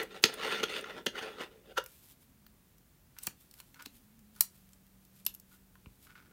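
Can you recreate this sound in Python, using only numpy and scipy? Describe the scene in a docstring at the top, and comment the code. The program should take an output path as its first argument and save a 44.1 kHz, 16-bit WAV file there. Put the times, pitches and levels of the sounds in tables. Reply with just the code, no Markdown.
"""A coin scrapes over a wooden table and knocks on it, then is pushed into a plastic pocket of an album page.
Scrapes are random tiny slips ringing the table top; knocks, bumps and film snaps are shaped noise bursts.
Rubbing and crinkling of the stiff film are coloured grains that swell and fade with each hand movement.
Short room tails surround them, over rumble, hiss and a faint low hum that wavers, then settles."""
import sys
import numpy as np
from scipy import signal
from scipy.fft import rfft, irfft, next_fast_len
from scipy.io import wavfile
from scipy.ndimage import uniform_filter1d, map_coordinates

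SR = 44100
rng = np.random.default_rng(int(sys.argv[2]) if len(sys.argv) > 2 else 0)


def persist_wave(psi):
    """Save psi, clipped to +-1, as 16-bit WAV."""
    counts = np.round(np.clip(psi, -1, 1) * 32767).astype(np.int16)
    wavfile.write(sys.argv[1], SR, np.atleast_2d(counts).T)


N = 279084  # length in samples
HIT = 4096  # samples set aside for one hit
RAMP_DB = 24  # a stroke is this far down one attack before, and one release after, its hold


def amp(db):
    """Decibels to gain."""
    return 10 ** (np.asarray(db) / 20)


def unit(x):
    """Scale to rms 1."""
    return x / np.sqrt(np.mean(x ** 2) + 1e-20)


def along(points, hz):
    """Read (Hz, value) points at any frequency, on a log axis."""
    f, v = np.transpose(points)
    return np.interp(np.log(hz + 1), np.log(f + 1), v)


def curves(rows):
    """One value per sample for each column after the time."""
    s, *cols = np.transpose(rows)
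    return [np.interp(np.arange(N) / SR, s, c) for c in cols]


def wobble(rate):
    """A smooth random curve with rate knots a second."""
    knots = rng.standard_normal(int(N * rate / SR) + 4)
    return map_coordinates(knots, [np.arange(N) * rate / SR])


def filtered(x, gain):
    """Pass x through a causal (minimum phase) filter with the given gain of frequency."""
    m = 2 * next_fast_len(len(x))
    cepstrum = irfft(np.log(np.maximum(gain(np.fft.rfftfreq(m, 1 / SR)), 1e-6)))
    # fold the cepstrum onto positive time, so nothing sounds before its cause
    cepstrum[1:m // 2] *= 2
    cepstrum[m // 2 + 1:] = 0
    return irfft(rfft(x, m) * np.exp(rfft(cepstrum)))[:len(x)]


def coloured(x, spectrum):
    """Give x a spectrum, at rms 1."""
    return unit(filtered(x, lambda hz: amp(along(spectrum, hz))))


def below(hz, edge_hz):
    """Smooth step from 1 under the edge to 0 above it."""
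    return 1 / (1 + (hz / edge_hz) ** 4)


def resonant(hz, modes, between_db):
    """Gain of a body whose resonances stand over an even base."""
    power = amp(between_db) ** 2
    for mode_hz, width_hz, db in modes:
        power = power + amp(db) ** 2 / (1 + (2 * (hz - mode_hz) / width_hz) ** 2)
    return np.sqrt(power)


def grains(rate, spread_db):
    """Random tiny slips of uneven size, rate a second on average, at rms 1."""
    slips = (rng.random(N) < rate / SR) * rng.choice([-1, 1], N)
    sizes_db = spread_db * np.minimum(rng.standard_normal(N), 2)
    return unit(slips * amp(sizes_db))


def stroke(s, hold, db, attack, release):
    """Gain of one hand movement: it swells, holds and dies away."""
    t = np.arange(N) / SR - s
    outside = np.maximum(-t, 0) / attack + np.maximum(t - hold, 0) / release
    return amp(db - np.minimum(RAMP_DB * outside, 200))


def rocking(x, depth_db):
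    """As the point of contact moves, now one resonance and now another stands out."""
    z = signal.stft(x, nperseg=512)[2]
    field = uniform_filter1d(rng.standard_normal(z.shape), size=3, axis=0)  # smooth over pitch
    field = uniform_filter1d(field, size=7, axis=1)  # smooth over time
    return signal.istft(z * amp(depth_db * unit(field)), nperseg=512)[1][:N]


def burst(rise, decay, crack):
    """A flurry of contacts that builds up to one sharp crack and dies away; times in s."""
    t = (np.arange(HIT) - HIT // 2) / SR
    flurry = rng.standard_normal(HIT) * np.exp(-np.abs(t) / np.where(t < 0, rise, decay))
    return flurry / np.linalg.norm(flurry) + crack * (t == 0)


def sized(hit, db):
    """A hit whose energy, packed in 4 ms, has the level db."""
    return amp(db) * hit / np.linalg.norm(hit) * np.sqrt(.004 * SR)


def add(track, s, hit):
    """Mix in a hit whose middle falls at time s."""
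    at = round(s * SR) - HIT // 2 + np.arange(HIT)
    inside = (at >= 0) & (at < N)
    track[at[inside]] += hit[inside]


# Pushes of the coin over the table. Each row: start in seconds, hold in seconds, scrape level in dB,
# attack in seconds, release in seconds, extra bite of the rim in dB.
COIN_PUSHES = [(0.0, 0.014, -38, .02, 0.036, -5), (.155, .025, -53, .14, 0.032, 1.5),
               (0.288, 0.048, -51.5, 0.074, 0.051, 0.5), (0.436, 0.041, -40.5, 0.099, 0.19, -1.5),
               (0.532, 0.05, -42, 0.13, .06, 1.5), (0.715, 0.029, -42, 0.064, 0.029, 0),
               (0.762, 0.022, -41.5, 0.025, 0.048, 3), (0.857, 0.13, -48, 0.0167, .055, -5),
               (1.178, 0.012, -38, 0.041, 0.052, -1), (1.217, .025, -43.5, 0.0337, 0.17, -3.5),
               (1.416, 0.025, -42, 0.072, 0.035, -1.5), (1.517, .01, -70.5, .04, 0.25, -0.5),
               (1.659, 0.063, -67.5, 0.013, 0.0268, 2)]
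# Resonances of the table top. Each row: pitch in Hz, width in Hz, strength in dB.
TABLE_TOP_MODES = [(188.7, 60, -5.5), (420, 190, 1.5), (533, 80, -0.5), (780, 60, -8.5), (950, 75, -8),
                   (1383, 130, 3.5), (1530, 73, -5.5), (1730, 34, -2), (1926, 86, -0.5), (2030, 55, -3.5),
                   (2600, 160, -5.5), (2900, 138.6, -1), (3498.5, 220, 0), (3802, 50, -9), (4240, 200, -5),
                   (4730, 393.3, -5.5), (5450, 300, -10), (5930, 250, -8.5), (6400, 350, -3)]
# Tone of the scrape before the table top colours it. Each row: frequency in Hz, relative level in dB.
SCRAPE_SPECTRUM = [(59, -52), (100, -26), (193, -7.5), (308, -10.5), (415, -3.5), (721, -9.5), (1360, -8),
                   (2270, -8), (3540, -13), (4870, -21), (7770, -29), (9020, -23.5), (10500, -34),
                   (14700, -31.5), (16000, -38)]
# Tone of the finest slips, also of film crinkles and ticks. 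Each row: frequency in Hz, relative level in dB.
FINE_GRAIN_SPECTRUM = [(1500, -7.5), (3300, -1), (6000, -4), (9000, -1), (12000, 1), (14600, 3),
                       (16000, -10)]
# a firm push, the drone of the top under it, drone dB per scrape dB
FIRM_DB, FIRM_DRONE_DB, DRONE_GROWS = -38.5, -44, .55
CATCH_DB = -10  # now and then the rim catches on a ridge of the grain: level of these sparser slips


def sliding():
    """The coin's rim catches on the wood grain: slips ring the top, and sound brighter when the rim bites."""
    push = sum(stroke(*row) for *row, bite_db in COIN_PUSHES)
    rim = sum(amp(bite_db) * stroke(*row) for *row, bite_db in COIN_PUSHES)

    slips = grains(rate=1800, spread_db=1.5) + amp(CATCH_DB) * grains(rate=90, spread_db=1.5)
    slips = slips * amp(2.2 * wobble(70))

    def top_gain(hz):
        return amp(along(SCRAPE_SPECTRUM, hz)) * resonant(hz, TABLE_TOP_MODES, between_db=-7.5)

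    def low(hz):
        return below(hz, edge_hz=770)

    def bright(hz):
        return 1 - below(hz, edge_hz=1900)

    def middle(hz):
        return (1 - low(hz)) * (1 - bright(hz))

    ring = rocking(filtered(slips, top_gain), depth_db=3.0)
    drone_gain = amp(FIRM_DRONE_DB) * (push / amp(FIRM_DB)) ** DRONE_GROWS
    drone = drone_gain * unit(filtered(ring, low))
    scrape = push * unit(filtered(ring, middle))
    bite = rim * unit(filtered(ring, bright))
    # the finest slips grow more slowly with pressure
    fizz = amp(-36.5) * rim ** .8 * coloured(grains(rate=3000, spread_db=4), FINE_GRAIN_SPECTRUM)
    return drone + scrape + bite + fizz


# Coin knocking on the table. Each row: time in seconds, level in dB, thud in dB, treble in dB,
# clink of the rim in dB, resonance favoured at that spot in Hz, rise in seconds.
COIN_KNOCKS = [(.232, -39.5, 12, 9.5, 29, 420, 0.0033), (0.2395, -12.5, 1.5, 6.5, 10.5, 4570, 0.00057),
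               (0.256, -28.5, -2, 2.5, 16, 420, 0.001), (0.633, -26, 4, -0.5, 6, 420, 0.001),
               (0.6386, -25.5, -5, -4, 10, 3150, 0.0023), (.803, -46, 4, -3, 9, 400, 0.0035),
               (.843, -38, -19, -5.5, -11, 1900, 0.0017), (1.0666, -23.5, 7, 1.5, 4.5, 3140, 0.0013),
               (1.411, -35, 15, -7, 2, 420, 0.0032), (1.7791, -24, -14, -8, 9.5, 1400, 0.0043),
               (1.783, -25, -7.5, -13.5, 15, 520, 0.00088)]
# Tone common to all knocks. Each row: frequency in Hz, relative level in dB.
KNOCK_SPECTRUM = [(100, -30), (200, -17.5), (310, -8.5), (460, 0), (750, -7.5), (1400, -2), (2000, -4),
                  (3000, -1), (5000, -7.5), (6600, -8.5), (8300, -18.5), (11500, -17.5), (16000, -25.5)]
SPOT_DB, SPOT_WIDTH = 9, 0.15  # how much that resonance stands out, its half width as a share of its pitch


def knocks():
    """A coin held by fingers chatters briefly on the wood and cannot ring itself."""
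    out = np.zeros(N)
    for s, db, thud_db, treble_db, clink_db, spot_hz, rise in COIN_KNOCKS:
        def gain(hz):
            tone_db = along(KNOCK_SPECTRUM, hz)
            tone_db = tone_db + thud_db * below(hz, edge_hz=750)
            tone_db = tone_db + treble_db * (1 - below(hz, edge_hz=1900))
            tone_db = tone_db + clink_db * (1 - below(hz, edge_hz=7500))
            tone_db = tone_db + SPOT_DB / (1 + ((hz / spot_hz - 1) / SPOT_WIDTH) ** 2)
            return amp(tone_db) * resonant(hz, TABLE_TOP_MODES, between_db=-11)

        chatter = burst(rise, decay=0.003, crack=0.28)
        add(out, s, sized(filtered(chatter, gain), db))
    return out


# Film snapping, or tapped by the coin. Each row: time in seconds, level in dB, body in dB,
# pitch of the fold in Hz, its ring in dB, rise in seconds.
FILM_SNAPS = [(.034, -43, -27, 14000, -6.5, 0.0057), (0.341, -42, -11, 9160, 10, .0014),
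              (.811, -49.5, -1, 8900, 16, .0005), (.629, -38, 22, 5500, -14, 0.00017),
              (1.062, -39.5, -2.5, 9050, 12, .0002), (1.84, -48.5, -14, 14500, 11, .0005),
              (1.862, -45.5, -19, 1500, 23, 0.00044), (2.466, -54, 0.5, 14550, 13, 0.001),
              (2.783, -62, -15, 9000, -3, 0.00043), (3.187, -42.5, -7, 9300, 0, .0008),
              (3.236, -39, -36, 8540, 11, .003), (3.27, -28.5, -15, 13100, -3.5, 0.0013),
              (3.274, -36, 8, 1004, 8, .001), (3.512, -53.5, -12, 13200, -4, 0.00025),
              (3.540, -52.5, -3, 12650, 3, 0.00057), (3.602, -46, 1.5, 8300, 6.5, 0.00047),
              (3.744, -54, 8, 6960, 7, 0.00033), (3.824, -48, 1, 8200, 7, .0008),
              (3.861, -40.5, 2, 3976, 7, .0034), (4.192, -62, -4, 7010, 5.5, .0003),
              (4.362, -57.5, -5.5, 12400, 0.5, .0003), (4.408, -15, -18, 4400, 3, 0.000178),
              (4.41, -34.5, -12, 1496, 17.5, 0.00038), (4.733, -56.5, -6, 7570, 9, 0.00037),
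              (5.051, -60, -19, 5300, 3.5, .0004), (5.252, -46, -14, 9800, 12, .001),
              (5.2642, -35.5, -21, 5200, 21, 0.00025), (5.265, -24, -9.5, 11600, 14, 0.00029),
              (5.266, -33.5, 0.5, 3090, 13, .0005), (5.342, -48, -22, 13300, 10, .0015),
              (5.349, -44, -7, 11800, 9, 0.00038), (5.399, -51.5, -29, 15400, 6, .0002),
              (5.755, -57, 4, 1294, 20, .0005), (5.86, -53.5, 35, 2600, -1.5, .0005),
              (6.154, -55.5, 12, 1500, 22, 0.00027)]
# Tone common to all snaps. Each row: frequency in Hz, relative level in dB.
FILM_SPECTRUM = [(150, -6.5), (300, 2), (600, -7), (1000, 3), (2700, -0.5), (3600, 0.5), (4700, 0),
                 (7500, -3), (10000, -3), (15000, -3), (16000, -8.5)]
# Resonances of the film pocket. Each row: pitch in Hz, width in Hz, strength in dB.
POCKET_MODES = [(2850, 400, -1), (4365, 180, 1), (5760, 830, -3.5), (7030, 350, -2.5), (7830, 290, -3.5),
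                (9168, 310, -2), (9800, 400, -3.5), (12400, 1400, 0.5), (15400, 670, 4)]
FOLD_WIDTH_HZ = 950  # how widely a fold rings to either side


def snaps():
    """The film buckles: a crack, then a few milliseconds of flutter at the pitch of that fold."""
    out = np.zeros(N)
    for s, db, body_db, ring_hz, ring_db, rise in FILM_SNAPS:
        def gain(hz):
            fold_db = ring_db / (1 + ((hz - ring_hz) / FOLD_WIDTH_HZ) ** 2)
            tone_db = along(FILM_SPECTRUM, hz) + body_db * below(hz, edge_hz=4200) + fold_db
            return amp(tone_db) * resonant(hz, POCKET_MODES, between_db=-7)

        flutter = burst(rise, decay=.0024, crack=.5)
        add(out, s, sized(filtered(flutter, gain), db))
    return out


# The coin's rim dragging in the pocket. Each row: start in seconds, hold in seconds, level in dB.
RIM_DRAGS = [(3.167, .012, -59), (3.242, 0.012, -68.5), (3.585, 0.0125, -68), (3.757, 0.0091, -61.5),
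             (3.797, 0.0144, -56.5), (4.366, 0.011, -64.5), (5.516, .025, -65.5), (6.071, 0.046, -60.5),
             (6.16, 0.021, -57), (6.223, .11, -71)]
# Fingers brushing over the film. Each row: start in seconds, hold in seconds, level in dB.
FINGER_BRUSHES = [(1.88, 0.11, -65), (2.043, .015, -62.5), (2.097, 0.017, -59.5), (2.225, .008, -65.5),
                  (3.237, 0.03, -54), (3.413, .008, -64.5), (3.585, 0.008, -61.5), (3.952, 0.018, -67.5),
                  (4.375, .015, -63), (4.551, 0.015, -67.5), (5.168, .03, -67), (5.53, .015, -64.5),
                  (6.034, .02, -62)]
# The page shifts in the hand. One row: start in seconds, hold in seconds, level in dB,
# attack in seconds, release in seconds.
PAGE_SHIFT_STROKE = (6.5, 1.5, -59, 0.5, .1)
# Tone of the dull rub. Each row: frequency in Hz, relative level in dB.
RUB_SPECTRUM = [(300, -23), (700, -10), (1150, -0.5), (1450, 10.5), (1850, -5), (2200, 0.5), (2800, -6.5),
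                (4200, -9.5), (8000, -20)]
# Tone of the shifting page. Each row: frequency in Hz, relative level in dB.
PAGE_SPECTRUM = [(53, -38), (90, -16), (146, -13), (200, -4.5), (400, -11), (707, -22.5), (900, -19.5),
                 (1170, -39.5), (1980, -120)]
DRAG_ATTACK_S, DRAG_RELEASE_S = .014, 0.062
BRUSH_ATTACK_S, BRUSH_RELEASE_S = .06, 0.049
CRINKLE_DB, TICKS_DB = -79, -81.5  # faint crinkle (before its wavering) and ticks of the held film


def rubbing():
    """Skin and coin drag over the film: a dull jerky rub, fine crinkling, and the page shifting."""
    drag = sum(stroke(*row, DRAG_ATTACK_S, DRAG_RELEASE_S) for row in RIM_DRAGS)
    brush = sum(stroke(*row, BRUSH_ATTACK_S, BRUSH_RELEASE_S) for row in FINGER_BRUSHES)
    held = stroke(s=3.34, hold=3.0, db=0, attack=.3, release=.3)  # the pocket is held open

    jerks = grains(rate=600, spread_db=4) * amp(3.0 * wobble(45))
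    rub = drag * coloured(jerks, RUB_SPECTRUM)

    crinkle_gain = brush + held * amp(CRINKLE_DB + 2.5 * wobble(7))
    crackles = grains(rate=1800, spread_db=1.5) * amp(1.3 * wobble(34))
    crinkle = crinkle_gain * coloured(crackles, FINE_GRAIN_SPECTRUM)

    # creases of the held film let go now and then
    ticks = held * amp(TICKS_DB) * coloured(grains(rate=12, spread_db=7.0), FINE_GRAIN_SPECTRUM)
    page = stroke(*PAGE_SHIFT_STROKE) * coloured(grains(rate=650, spread_db=2.5), PAGE_SPECTRUM)
    return rub + crinkle + ticks + page


# Soft bumps of the album on the table. Each row: time in seconds, level in dB, lower edge in Hz,
# upper edge in Hz.
ALBUM_BUMPS = [(0.243, -30, 185, 279), (0.633, -36.5, 174, 290), (1.068, -34, 179.8, 290),
               (3.273, -42, 70, 341.7), (3.863, -50, 230, 320), (5.865, -43, 45, 172)]


def bumps():
    """The heavy album gives a dull, quickly damped thud."""
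    out = np.zeros(N)
    for s, db, low_hz, high_hz in ALBUM_BUMPS:
        def dull(hz):
            return below(hz, edge_hz=high_hz) * (1 - below(hz, edge_hz=low_hz))

        thud = burst(rise=.0005, decay=.005, crack=0.23)
        add(out, s, sized(filtered(thud, dull), db))
    return out


# How long the room rings. Each row: frequency in Hz, time to fall by 60 dB in seconds.
ROOM_DECAY = [(150, .22), (500, 0.18), (1500, 0.19), (4000, 0.18), (9000, 0.16), (15000, 0.11)]


def room(x, wet_db, wall_db, wall_delay):
    """A small room: a short diffuse tail, and one distinct wall reflection after wall_delay seconds."""
    hz, t, z = signal.stft(rng.standard_normal(SR // 2), SR, nperseg=256)
    fade = amp(-60 * t / along(ROOM_DECAY, hz)[:, None])
    tail = signal.istft(z * fade, SR, nperseg=256)[1]
    tail *= 1 - np.exp(-np.arange(len(tail)) / SR / 0.00092)  # the tail swells in over about 1 ms
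    tail *= amp(wet_db) / np.linalg.norm(tail)
    tail[round(wall_delay * SR)] += amp(wall_db)
    return x + signal.fftconvolve(x, tail)[:N]


# Path of the faint hum. Each row: time in seconds, pitch in Hz, level in dB.
HUM_PATH = [(2.0, 274, -88.5), (2.25, 252, -71), (2.52, 211, -69), (2.75, 195, -83), (3.6, 258, -83),
            (3.85, 279, -73.5), (4.05, 213, -67.5), (4.28, 221, -65), (4.42, 191, -69), (5.74, 191, -67.5),
            (5.85, 191, -74)]
# Tone of the rumble and hiss. Each row: frequency in Hz, relative level in dB.
FLOOR_SPECTRUM = [(15, -35.5), (28, -10.5), (45, 1), (90, -4.5), (142, -3.5), (204, -7.5), (472, -18.5),
                  (759, -21.5), (1480, -23.5), (3160, -27), (4940, -28.5), (10500, -27.5), (14700, -23.5),
                  (16000, -24.5)]


def background():
    """Room rumble and microphone hiss are coloured noise; the faint hum is a sine of wandering pitch."""
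    hum_hz, hum_db = curves(HUM_PATH)
    final_hz = HUM_PATH[-1][1]
    unsteady_hz = np.clip(np.abs(hum_hz - final_hz), 0, 14)  # the hum is fuzzy until its pitch settles
    phase = 2 * np.pi * np.cumsum(hum_hz + unsteady_hz * wobble(45)) / SR
    hum = amp(hum_db) * unit(np.sin(phase))
    floor = amp(-64.5) * coloured(rng.standard_normal(N), FLOOR_SPECTRUM)
    return hum + floor


def scene():
    """The table is a little farther from the microphone than the pocket, so it gets more room."""
    table = room(sliding() + knocks() + bumps(), wet_db=-10.5, wall_db=-19.5, wall_delay=.02)
    pocket = room(snaps() + rubbing(), wet_db=-11.5, wall_db=-23.5, wall_delay=0.015)
    return (table + pocket + background())[None]


TOP_HZ = 15950  # middle of the 300 Hz wide slope at the band limit


def record(dry):
    """The recorder keeps nothing above its band limit."""
    m = next_fast_len(N + SR // 2)
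    hz = np.fft.rfftfreq(m, 1 / SR)
    keep = np.clip((TOP_HZ - hz) / 300 + .5, 0, 1)
    return irfft(rfft(dry, m) * keep, m)[:, :N]


dry = scene()
out = record(dry)
persist_wave(out)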